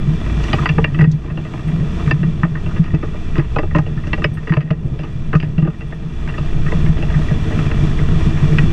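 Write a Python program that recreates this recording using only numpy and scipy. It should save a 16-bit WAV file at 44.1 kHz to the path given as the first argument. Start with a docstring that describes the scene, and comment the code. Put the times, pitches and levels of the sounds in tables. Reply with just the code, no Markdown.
"""Old truck cab on rough ground

Inside a steel cab, heard by a small camera in a hard case. A slow six-beat engine hums as a stack of
wavering tones, and its noisy roar is coloured by the cab panels and the case. Bumps ring the camera mount
near 155 Hz, loose fittings knock and tap, a small metal part tinks, and something dry scrapes.
The background drops suddenly at set times, as after loud jolts, and then creeps back up."""
import sys
import numpy as np
from scipy import signal
from scipy.fft import rfft, irfft
from scipy.io import wavfile
from scipy.ndimage import uniform_filter1d

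SR = 44100
rng = np.random.default_rng(int(sys.argv[2]) if len(sys.argv) > 2 else 0)


def dump_mix(stems):
    """Bounce the given channels to the path in sys.argv[1] as a 16-bit WAV at rate SR."""
    frames = np.atleast_2d(stems).T  # one column per channel
    limited = np.clip(frames, -1, 1)  # hard clip at full scale
    pcm = np.round(limited * 32767).astype(np.int16)
    wavfile.write(sys.argv[1], SR, pcm)


def how_loud(loudness_db):
    """Turn decibels into a plain amplitude multiplier (0 dB gives 1, 20 dB gives 10)."""
    steps = np.asarray(loudness_db, float) / 20
    return 10 ** steps


N = 384552
T = np.arange(N) / SR  # time of every sample, s

# how fast the background creeps back after a drop, and how long the drop is smoothed over
# drops of the background: t/s, level just after the drop compared with full/dB
CREEP_DB_PER_S, SINK_S = 12, 0.018
DROPS = [(0, -5.5), (.66, -7), (.845, -10), (1.04, -15), (2.115, -8.5), (2.23, -10), (2.44, -10.5),
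         (2.8, -9.5), (2.94, -12.5), (3.39, -10), (3.57, -11.5), (3.77, -12.5), (4.25, -13.5), (4.52, -14),
         (4.575, -18.5), (5.355, -13), (5.43, -14), (5.63, -15.5), (6.9, -4.5), (8.27, -2)]

# engine over time: t/s, cycle rate f/Hz, hum level over road rumble/dB,
# level of both together before heaving and drops/dB
ENGINE_SPEED = [(0, 15.6, -1, -13), (.45, 16.1, 0, -16), (.8, 16.6, 0.5, -12.5), (1.5, 13.8, 9, -18),
                (2.4, 14.2, 3, -12), (3.1, 15.4, 8.5, -11), (3.6, 15.1, -6, -11), (4.2, 15.3, 6.5, -10.5),
                (4.7, 14.7, 2, -14), (5.2, 14, 3, -8), (5.9, 13.1, 6, -15), (6.3, 13.3, 3, -14),
                (6.8, 14.4, 5, -12), (7.2, 15.2, 7, -17), (7.7, 16.8, 8.5, -15.5), (8.2, 15.3, 3, -15),
                (8.72, 15.8, 14, -12)]
# engine hum tones: multiple of the cycle rate, level/dB
ENGINE_TONES = [(1, 7), (2, -2), (3, -11.5), (4, -7.5), (5, -2.5), (6, -2), (7, -20), (9, -7), (12, -10),
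                (15, -23.5)]
# cab body resonances shaken by the road: f/Hz, width/Hz, level/dB
CAB_BODY = [(16.6, 2.5, -3), (30.8, 2.9, -7.5), (55.87, 5.1, -0.5), (86.2, 8.6, -8), (121, 28, -19.5)]
SWAY_DB, SWAY_PER_S = 1.6, 6  # rumble and mount hum heave with the ruts: spread, new levels a second

# broad colour of the roar before its resonances: f/Hz, level per Hz/dB
ROAR_COLOUR = [(120, -23), (220, -5.5), (390, -14), (530, -34), (700, -21.5), (1200, -25), (1530, -28),
               (1850, -28.5), (2150, -32), (3300, -29.5), (3900, -35), (6300, -39), (9500, -51.5),
               (13000, -61.5), (15500, -82)]
# cab panels that drone with the engine: f/Hz, width/Hz, lift of the roar/dB
CAB_PANELS = [(219.5, 14, 5.5), (324, 22, 8.5), (340, 7.7, 3), (446, 20, 14.5), (483, 18, 6.5)]
# case resonances in four groups from low to high: f/Hz, time to fade by 60 dB t/s,
# level when knocked/dB, lift of the roar/dB
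CASE_GROUPS = [
    [(320, 0.062, 6.5, -1.5), (440.5, 0.08, -2, 6.5), (612, 0.051, 0, 11.5), (812, 0.041, -3, -5.5)],
    [(1025, 0.035, 0.5, 3), (1229, 0.029, 9, 6), (1404, 0.041, -4.5, 2.5)],
    [(1730, 0.03, -0.5, 5), (1872, 0.042, 5.5, 5), (1948, 0.079, -10.5, 8.5)],
    [(2375, 0.065, -8, 13.5), (2659, 0.041, 5.5, 8), (2752, 0.015, 6, 2), (3440, 0.031, -14.5, 9),
     (4220, 0.04, -21, 0.5), (4770, 0.023, -16.5, -5), (4870, 0.039, -18, 3.5), (5750, .02, -18.5, 4),
     (7800, 0.0097, -36, 4)],
]
ROAR_FULL_DB = -55  # level of the roar from 6.5 to 10 kHz, at full background
RATTLE_PER_S, RATTLE_DB = 90, -7.5  # loose grit: average ticks a second, gain before mixing with the hiss

# random light taps: usual rate, rise of that rate after a knock (8 = nine times), fading time of the rise
TAPS_PER_S, TAPS_AFTER, TAPS_AFTER_S = 14, 8.0, 0.06
TAPS_SPREAD_DB, TAP_S = 4, 0.005  # size spread, fading time of one push
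# taps in each of the four case groups, at full background: level/dB
TAP_LEVELS = [-43, -48, -47, -53]

# resonances of the small metal part: f/Hz, time to fade by 60 dB t/s, level/dB
METAL_PART = [(8620, .1, 0), (11500, .08, -17), (5700, .03, -4)]
# tinks of that part: t/s, peak level/dB
TINK_HITS = [(1.6742, -56), (4.3344, -54), (4.8564, -64), (5.123, -69), (5.7823, -66), (5.87, -64),
             (5.9402, -66)]
# bright scrapes, like a hand or sleeve against something dry: t/s, peak level/dB
SCRAPE_HITS = [(0.437, -38.5), (1.115, -39), (2.946, -52), (3.3784, -47), (3.7828, -43.5), (4.0702, -47),
               (5.3677, -50)]

# knocks on the case: t/s, then peak level/dB of the first, second, third and fourth case group
KNOCK_HITS = [(.2592, -30, -35, -39, -42), (.2958, -31, -32, -36, -41), (.4356, -32, -36, -41, -32),
              (.4811, -27.5, -31, -33, -32), (.529, -17, -20, -20, -19), (.582, -29, -22, -27, -35),
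              (.6216, -26, -27, -34, -44), (.6559, -25, -16, -16, -20), (.6886, -27, -29, -22, -18),
              (.781, -13, -20, -24, -30), (.841, -21, -23, -16, -16), (.943, -29, -31, -33, -32),
              (.9876, -24, -28, -25, -30), (1.0065, -29, -29, -19, -32), (1.017, -22, -35, -31, -34),
              (1.0386, -25, -29, -26, -31), (1.239, -30, -43, -51, -51), (1.276, -31, -42, -44, -58),
              (1.298, -38, -39, -40, -42), (1.372, -27, -34, -37.5, -34), (1.449, -32, -36, -39, -41),
              (1.535, -25, -33, -38, -40), (1.683, -37, -45, -36, -44), (1.995, -32, -34.5, -44, -44),
              (2.075, -32, -29, -33, -47), (2.1084, -18, -22, -15, -18), (2.2295, -23, -34, -29, -37),
              (2.4315, -25, -17, -19, -33), (2.447, -27, -32, -38, -40), (2.551, -38, -33, -28, -44),
              (2.567, -34, -38, -37, -45), (2.66, -31.5, -37, -44, -35), (2.709, -47, -35, -42, -49),
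              (2.7605, -28, -34, -35, -43), (2.839, -36, -38, -39, -38), (2.904, -49, -52, -35, -52),
              (2.935, -19, -36, -41, -44), (2.944, -28, -38, -36, -36), (3.0265, -20, -29, -35, -43),
              (3.141, -31, -38, -57, -52), (3.354, -33, -37, -31, -36), (3.3635, -29, -31, -40, -40),
              (3.38, -14, -31, -34, -31), (3.391, -25, -33, -28, -39), (3.559, -16, -19, -37, -28),
              (3.584, -16, -22, -21, -27), (3.629, -21, -32, -42, -38), (3.709, -36, -41, -33, -55),
              (3.747, -16, -18, -22, -28), (3.762, -18, -26, -28, -34), (3.783, -20, -25.5, -26, -30),
              (3.8615, -28, -45, -45, -39), (3.971, -35, -39, -36, -48), (4.035, -39, -42, -37, -58),
              (4.067, -28, -44, -38, -37), (4.13, -22, -23, -18, -19), (4.176, -28, -38, -38, -40),
              (4.218, -32, -28, -32, -36), (4.2406, -16, -20, -14, -16), (4.37, -45, -38, -36, -44),
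              (4.47, -28, -33, -29, -38), (4.493, -32, -32, -26, -39), (4.52, -22, -25, -23, -33),
              (4.535, -30, -28, -27, -28), (4.566, -20, -26, -29, -29), (4.605, -34, -39, -37, -37),
              (4.703, -22, -29, -29, -31), (4.989, -30, -43, -40, -40), (5.033, -30, -34, -50, -40),
              (5.329, -18, -22, -26, -33), (5.349, -23, -21, -26, -29), (5.399, -36, -39, -33, -30),
              (5.426, -25, -41, -31, -35), (5.579, -25, -37, -37, -32), (5.621, -26, -37, -40, -42),
              (5.648, -22, -43, -40, -46), (5.672, -22, -31, -43, -42), (5.806, -38, -42, -39, -38),
              (5.922, -33, -41, -33, -49), (6.274, -42, -44, -33, -43), (6.285, -36, -37, -38, -34),
              (6.338, -38, -44, -33, -40), (6.378, -26, -27, -37, -31), (6.661, -33, -31, -30, -39),
              (6.68, -34, -39, -31, -46), (6.719, -20, -28, -25, -35), (6.861, -28, -41, -31, -39),
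              (6.9815, -26, -51, -40, -37), (7.024, -23, -42, -36, -28), (7.1, -31, -34, -32, -37),
              (7.139, -29, -31, -30, -53), (7.283, -30, -46, -29, -53), (7.305, -27, -38, -36, -50),
              (7.503, -30, -35, -37, -53), (7.521, -27, -42, -33, -40), (7.587, -26, -29, -33, -32),
              (7.712, -25, -28, -28, -31), (7.987, -40, -50, -28, -45), (8.205, -27, -41, -36, -47),
              (8.371, -35, -41, -33, -39), (8.52, -24, -46, -37, -39), (8.5824, -24, -23, -17, -17)]
CONTACT_S = 0.0032  # length of the first contact
CHATTER_T60_S, CHATTER_S_PER_DB = 0.06, 0.002  # fade time at -20 dB; fainter knocks chatter on longer

# camera mount resonances: f/Hz, time to fade by 60 dB t/s, level/dB
MOUNT_MODES = [(138, 0.13, -7), (154.8, 0.21, 2), (189, 0.061, -9.5), (220.4, 0.13, -19),
               (318.3, 0.07, -18), (320, 0.054, -40), (406.7, 0.36, -32.5)]
# bumps that ring the mount: t/s, peak level/dB, pitch f/Hz
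BUMP_HITS = [(0.073, -12, 151), (0.371, -13.5, 153.6), (0.538, -12.5, 145), (0.597, -15, 151),
             (0.696, -10, 152), (0.775, -9.5, 158.6), (0.926, -14, 147), (0.992, -9, 164),
             (1.025, -8.5, 162.4), (1.074, -6.5, 155.6), (1.14, -15, 158), (1.73, -16, 155),
             (1.79, -17, 160), (1.93, -17, 170), (2.071, -11.5, 145.4), (2.127, -8.5, 150),
             (2.19, -14, 163), (2.212, -10, 163), (2.245, -9, 163), (2.275, -13, 163), (2.433, -7.5, 164.6),
             (2.656, -16, 159.3), (2.794, -5.5, 165), (2.937, -6.5, 155.7), (3.384, -7.5, 146.3),
             (3.566, -16, 140), (3.752, -11, 163), (3.789, -9.5, 152.7), (3.969, -14.5, 148.9),
             (4.25, -9.5, 153.5), (4.504, -7.5, 162), (4.571, -7.5, 148.4), (4.708, -8.5, 160.7),
             (5.352, -5, 156.1), (5.43, -14, 155), (5.58, -6.5, 163), (5.625, -6, 157.6), (5.68, -12, 161),
             (6.406, -14, 155), (6.593, -14, 155.7), (6.658, -15, 156.3), (6.744, -12.5, 164),
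             (6.788, -11.5, 155), (6.84, -13, 155), (6.891, -8, 156.4), (7.066, -16, 152.8),
             (7.157, -14.5, 154), (7.314, -7.5, 155), (7.396, -15, 152.5), (7.658, -14.5, 148.4),
             (7.751, -16.5, 137.2), (7.829, -10, 158), (8.018, -15, 146.4), (8.264, -8.5, 151),
             (8.338, -16, 147.7), (8.427, -8, 147.7), (8.516, -12.5, 151), (8.587, -14, 145),
             (8.639, -11, 158)]
BUMP_T60_S, PUSH_S = 0.115, 0.0065  # fade of the bump's main tone by 60 dB, fading time of the push
SHAKE_FULL_DB, SHAKE_FOLLOWS = -20, 0.33  # mount hum at full background, its share of each drop in dB


def unit(x):
    """Scale a sound to an average (rms) level of 1."""
    return x / np.sqrt(np.mean(x ** 2))


def walk(rate):
    """Wander at random: pick `rate` levels a second, smooth them twice, give them a spread of 1."""
    hold = int(SR / rate)
    steps = np.repeat(rng.standard_normal(N // hold + 1), hold)
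    smooth = uniform_filter1d(uniform_filter1d(steps, hold), hold)
    return unit(smooth[:N])


def ring(hz, t60, db, seconds=0.25):
    """Let a set of resonances ring freely after one tap, each fading at its own speed."""
    t = np.arange(int(seconds * SR))[:, None] / SR
    fade = np.exp(-np.log(1000) * t / t60)
    return np.sum(how_loud(db) * np.sin(2 * np.pi * hz * t) * fade, axis=1)


def add(out, s, x, peak_db):
    """Mix a hit in at time s; its loudest 6 ms get the given average (rms) level."""
    i = int(s * SR)
    loudest = np.sqrt(uniform_filter1d(x ** 2, size=280).max())
    out[i:i + len(x)] += (x * how_loud(peak_db) / loudest)[:len(out) - i]


def coloured(x, gain):
    """Filter a sound by a gain that depends on frequency."""
    f = np.maximum(np.arange(N // 2 + 1) * SR / N, 1)
    return irfft(rfft(x) * gain(f), N)


def peak(f, hz, width):
    """Strength of one resonance around its centre, where it is 1."""
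    return 1 / np.sqrt(1 + ((f - hz * hz / f) / width) ** 2)


def sink():
    """Background level in dB: it drops at once, then climbs at a steady pace until full."""
    s, db = np.transpose(DROPS)
    last = np.maximum(np.searchsorted(s, T, side="right") - 1, 0)
    climbing = db[last] + CREEP_DB_PER_S * (T - s[last])
    return uniform_filter1d(np.minimum(climbing, 0), int(SINK_S * SR))


def body_gain(f):
    """The cab body's resonances, added together as powers."""
    return np.sqrt(sum((how_loud(db) * peak(f, hz, width) ** 2) ** 2 for hz, width, db in CAB_BODY))


def rumble(cycles, hum_db):
    """Engine tones that waver with uneven firing, over the road shaking the cab body."""
    hum = 0
    for multiple, db in ENGINE_TONES:
        level = how_loud(db + 2.0 * walk(4))
        hum = hum + level * np.sin(2 * np.pi * (multiple * cycles + 0.042 * walk(2.6)))
    road = coloured(rng.standard_normal(N), body_gain)
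    return (how_loud(hum_db) * unit(hum) + unit(road)) / np.sqrt(1 + how_loud(hum_db) ** 2)


def case_gain(f):
    """The roar's broad colour, lifted at each resonance of the cab panels and of the case."""
    hz_points, db_points = np.transpose(ROAR_COLOUR)
    broad = how_loud(np.interp(np.log(f), np.log(hz_points), db_points))
    lift = 0
    for group in CASE_GROUPS:
        for hz, t60, _, db in group:
            lift = lift + (how_loud(db) - 1) * peak(f, hz, 5.2 / t60) ** 2  # quick fading means a wide peak
    for hz, width, db in CAB_PANELS:
        lift = lift + (how_loud(db) - 1) * peak(f, hz, width) ** 2
    return broad * np.maximum(1 + lift, 0.1)


def roar(cycles):
    """Engine noise puffed by each of six firings a cycle, with loose grit ticking in it."""
    puff = 1 + 0.081 * np.cos(2 * np.pi * 6 * cycles)
    hiss = rng.standard_normal(N) * puff * how_loud(1.0 * walk(12))
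    sizes = how_loud(np.minimum(5.1 * rng.exponential(size=N), 14))
    grit = (rng.random(N) < RATTLE_PER_S / SR) * sizes
    grit = np.convolve(grit, np.exp(-np.arange(600) / 126.0))[:N]
    # grit is duller than the hiss
    ticks = coloured(rng.standard_normal(N) * grit, lambda f: 1 / np.sqrt(1 + (f / 3300) ** 4))
    x = coloured(hiss + how_loud(RATTLE_DB) * ticks, case_gain)
    treble = coloured(x, lambda f: (f > 6500) & (f < 10000))
    return x / np.std(treble)


def taps():
    """Loose fittings push the case lightly at random, more often just after a knock."""
    stirred = sum((T > row[0]) * np.exp(-np.abs(T - row[0]) / TAPS_AFTER_S) for row in KNOCK_HITS)
    hits = rng.random(N) < TAPS_PER_S * (1 + TAPS_AFTER * stirred) / SR
    size_db = TAPS_SPREAD_DB * rng.exponential(size=N).clip(0, 3)
    fade = np.exp(-np.arange(2000) / SR / TAP_S)
    out = 0
    for group, level_db in zip(CASE_GROUPS, TAP_LEVELS):
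        hz, t60, db, _ = np.transpose(group)
        sizes = how_loud(size_db + 3.7 * rng.standard_normal(N))
        push = signal.fftconvolve(hits * sizes, fade)[:N] * rng.standard_normal(N)
        tone = signal.fftconvolve(push, ring(hz, t60, db, seconds=0.05))[:N]
        out = out + how_loud(level_db) * unit(tone)
    return out


def scrapes():
    """Short hissy scrapes: fading noise kept between 3.5 and 6.5 kHz."""
    out = np.zeros(N)
    t = np.arange(int(0.04 * SR)) / SR
    band = signal.butter(N=3, Wn=[3500, 6500], btype="band", fs=SR, output="sos")
    for s, peak_db in SCRAPE_HITS:
        noise = rng.standard_normal(len(t)) * np.exp(-t / 0.0076)
        add(out, s, signal.sosfilt(band, noise), peak_db)
    return out


def tinks():
    """Thin high rings of a small loose metal part, each set off by 12 ms of noise."""
    out = np.zeros(N)
    tone = ring(*np.transpose(METAL_PART), seconds=0.1)
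    for s, peak_db in TINK_HITS:
        touch = rng.standard_normal(int(0.012 * SR))
        add(out, s, np.convolve(touch, tone), peak_db)
    return out


def knocks():
    """Each knock is a contact and a rough chatter that ring the case, a little differently every time."""
    out = np.zeros(N)
    t = np.arange(int(0.08 * SR)) / SR
    contact = np.exp(-(t / CONTACT_S) ** 2)
    for s, *group_db in KNOCK_HITS:
        chatter_t60 = CHATTER_T60_S + CHATTER_S_PER_DB * (-20 - max(group_db[1:]))
        # the part rebounds every few ms
        bounces = how_loud(3 * np.repeat(rng.standard_normal(len(t) // 100 + 1), 100)[:len(t)])
        chatter = 0.61 * bounces * np.exp(-np.log(1000) * t / max(chatter_t60, 0.01))
        rub = rng.standard_normal(len(t)) * np.minimum(t / 0.002, 1) * (contact + chatter)
        for group, peak_db in zip(CASE_GROUPS, group_db):
            hz, t60, db, _ = np.transpose(group)
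            chance = rng.standard_normal((2, len(hz)))
            tone = ring(hz * (1 + 0.02 * chance[0]), t60, db + 2.5 * chance[1], seconds=0.05)
            # the ringing swells over about a cycle, so there is no bright click
            tone = tone * (1 - np.exp(-(t[:len(tone)] * hz[0] / 0.9) ** 2))
            add(out, s, signal.fftconvolve(rub, tone), peak_db)
    return out


def mount(shake_db):
    """Small uneven jolts keep the mount humming; each big bump rings it afresh at its own pitch."""
    hz, t60, db = np.transpose(MOUNT_MODES)
    jolts = rng.standard_normal(N) * how_loud(2.83 * walk(25))
    out = how_loud(shake_db) * unit(signal.fftconvolve(jolts, ring(hz, t60, db))[:N])
    t = np.arange(int(0.12 * SR)) / SR
    for s, peak_db, pitch_hz in BUMP_HITS:
        push = -np.sin(2 * np.pi * pitch_hz * t) * np.exp(-t / PUSH_S)
        scatter_db = 3 * rng.standard_normal(len(hz) - 2)
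        # the bump's own pitch stands in for the two lowest resonances
        bump_hz, bump_t60 = np.r_[pitch_hz, hz[2:]], np.r_[BUMP_T60_S, t60[2:]]
        tone = ring(bump_hz, bump_t60, db[1:] + np.r_[0, scatter_db])
        add(out, s, signal.fftconvolve(push, tone), peak_db)
    return out


def scene():
    """All sources at the single microphone."""
    s, *columns = np.transpose(ENGINE_SPEED)
    cycle_hz, hum_db, rumble_db = (np.interp(T, s, column) for column in columns)
    cycles = np.cumsum(cycle_hz) / SR
    under_db = sink()
    low = how_loud(rumble_db + SWAY_DB * walk(SWAY_PER_S)) * rumble(cycles, hum_db)
    background = how_loud(under_db) * (low + how_loud(ROAR_FULL_DB) * roar(cycles))
    background = background + how_loud(0.5 * under_db) * taps()  # taps drop by half as many dB
    shake_db = SHAKE_FULL_DB + SHAKE_FOLLOWS * under_db + SWAY_DB * walk(SWAY_PER_S)
    mix = background + scrapes() + tinks() + knocks() + mount(shake_db)
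    return mix[None]


def band_limit(x):
    """A steep low-pass at the top of the band."""
    return signal.sosfilt(signal.butter(12, 15300, fs=SR, output="sos"), x)


def record(dry):
    """The input stage clips the very loudest peaks, a little sooner on the negative side."""
    mix = np.clip(dry, -0.93, 0.98)
    return band_limit(mix)


dry = scene()
out = record(dry)
dump_mix(out)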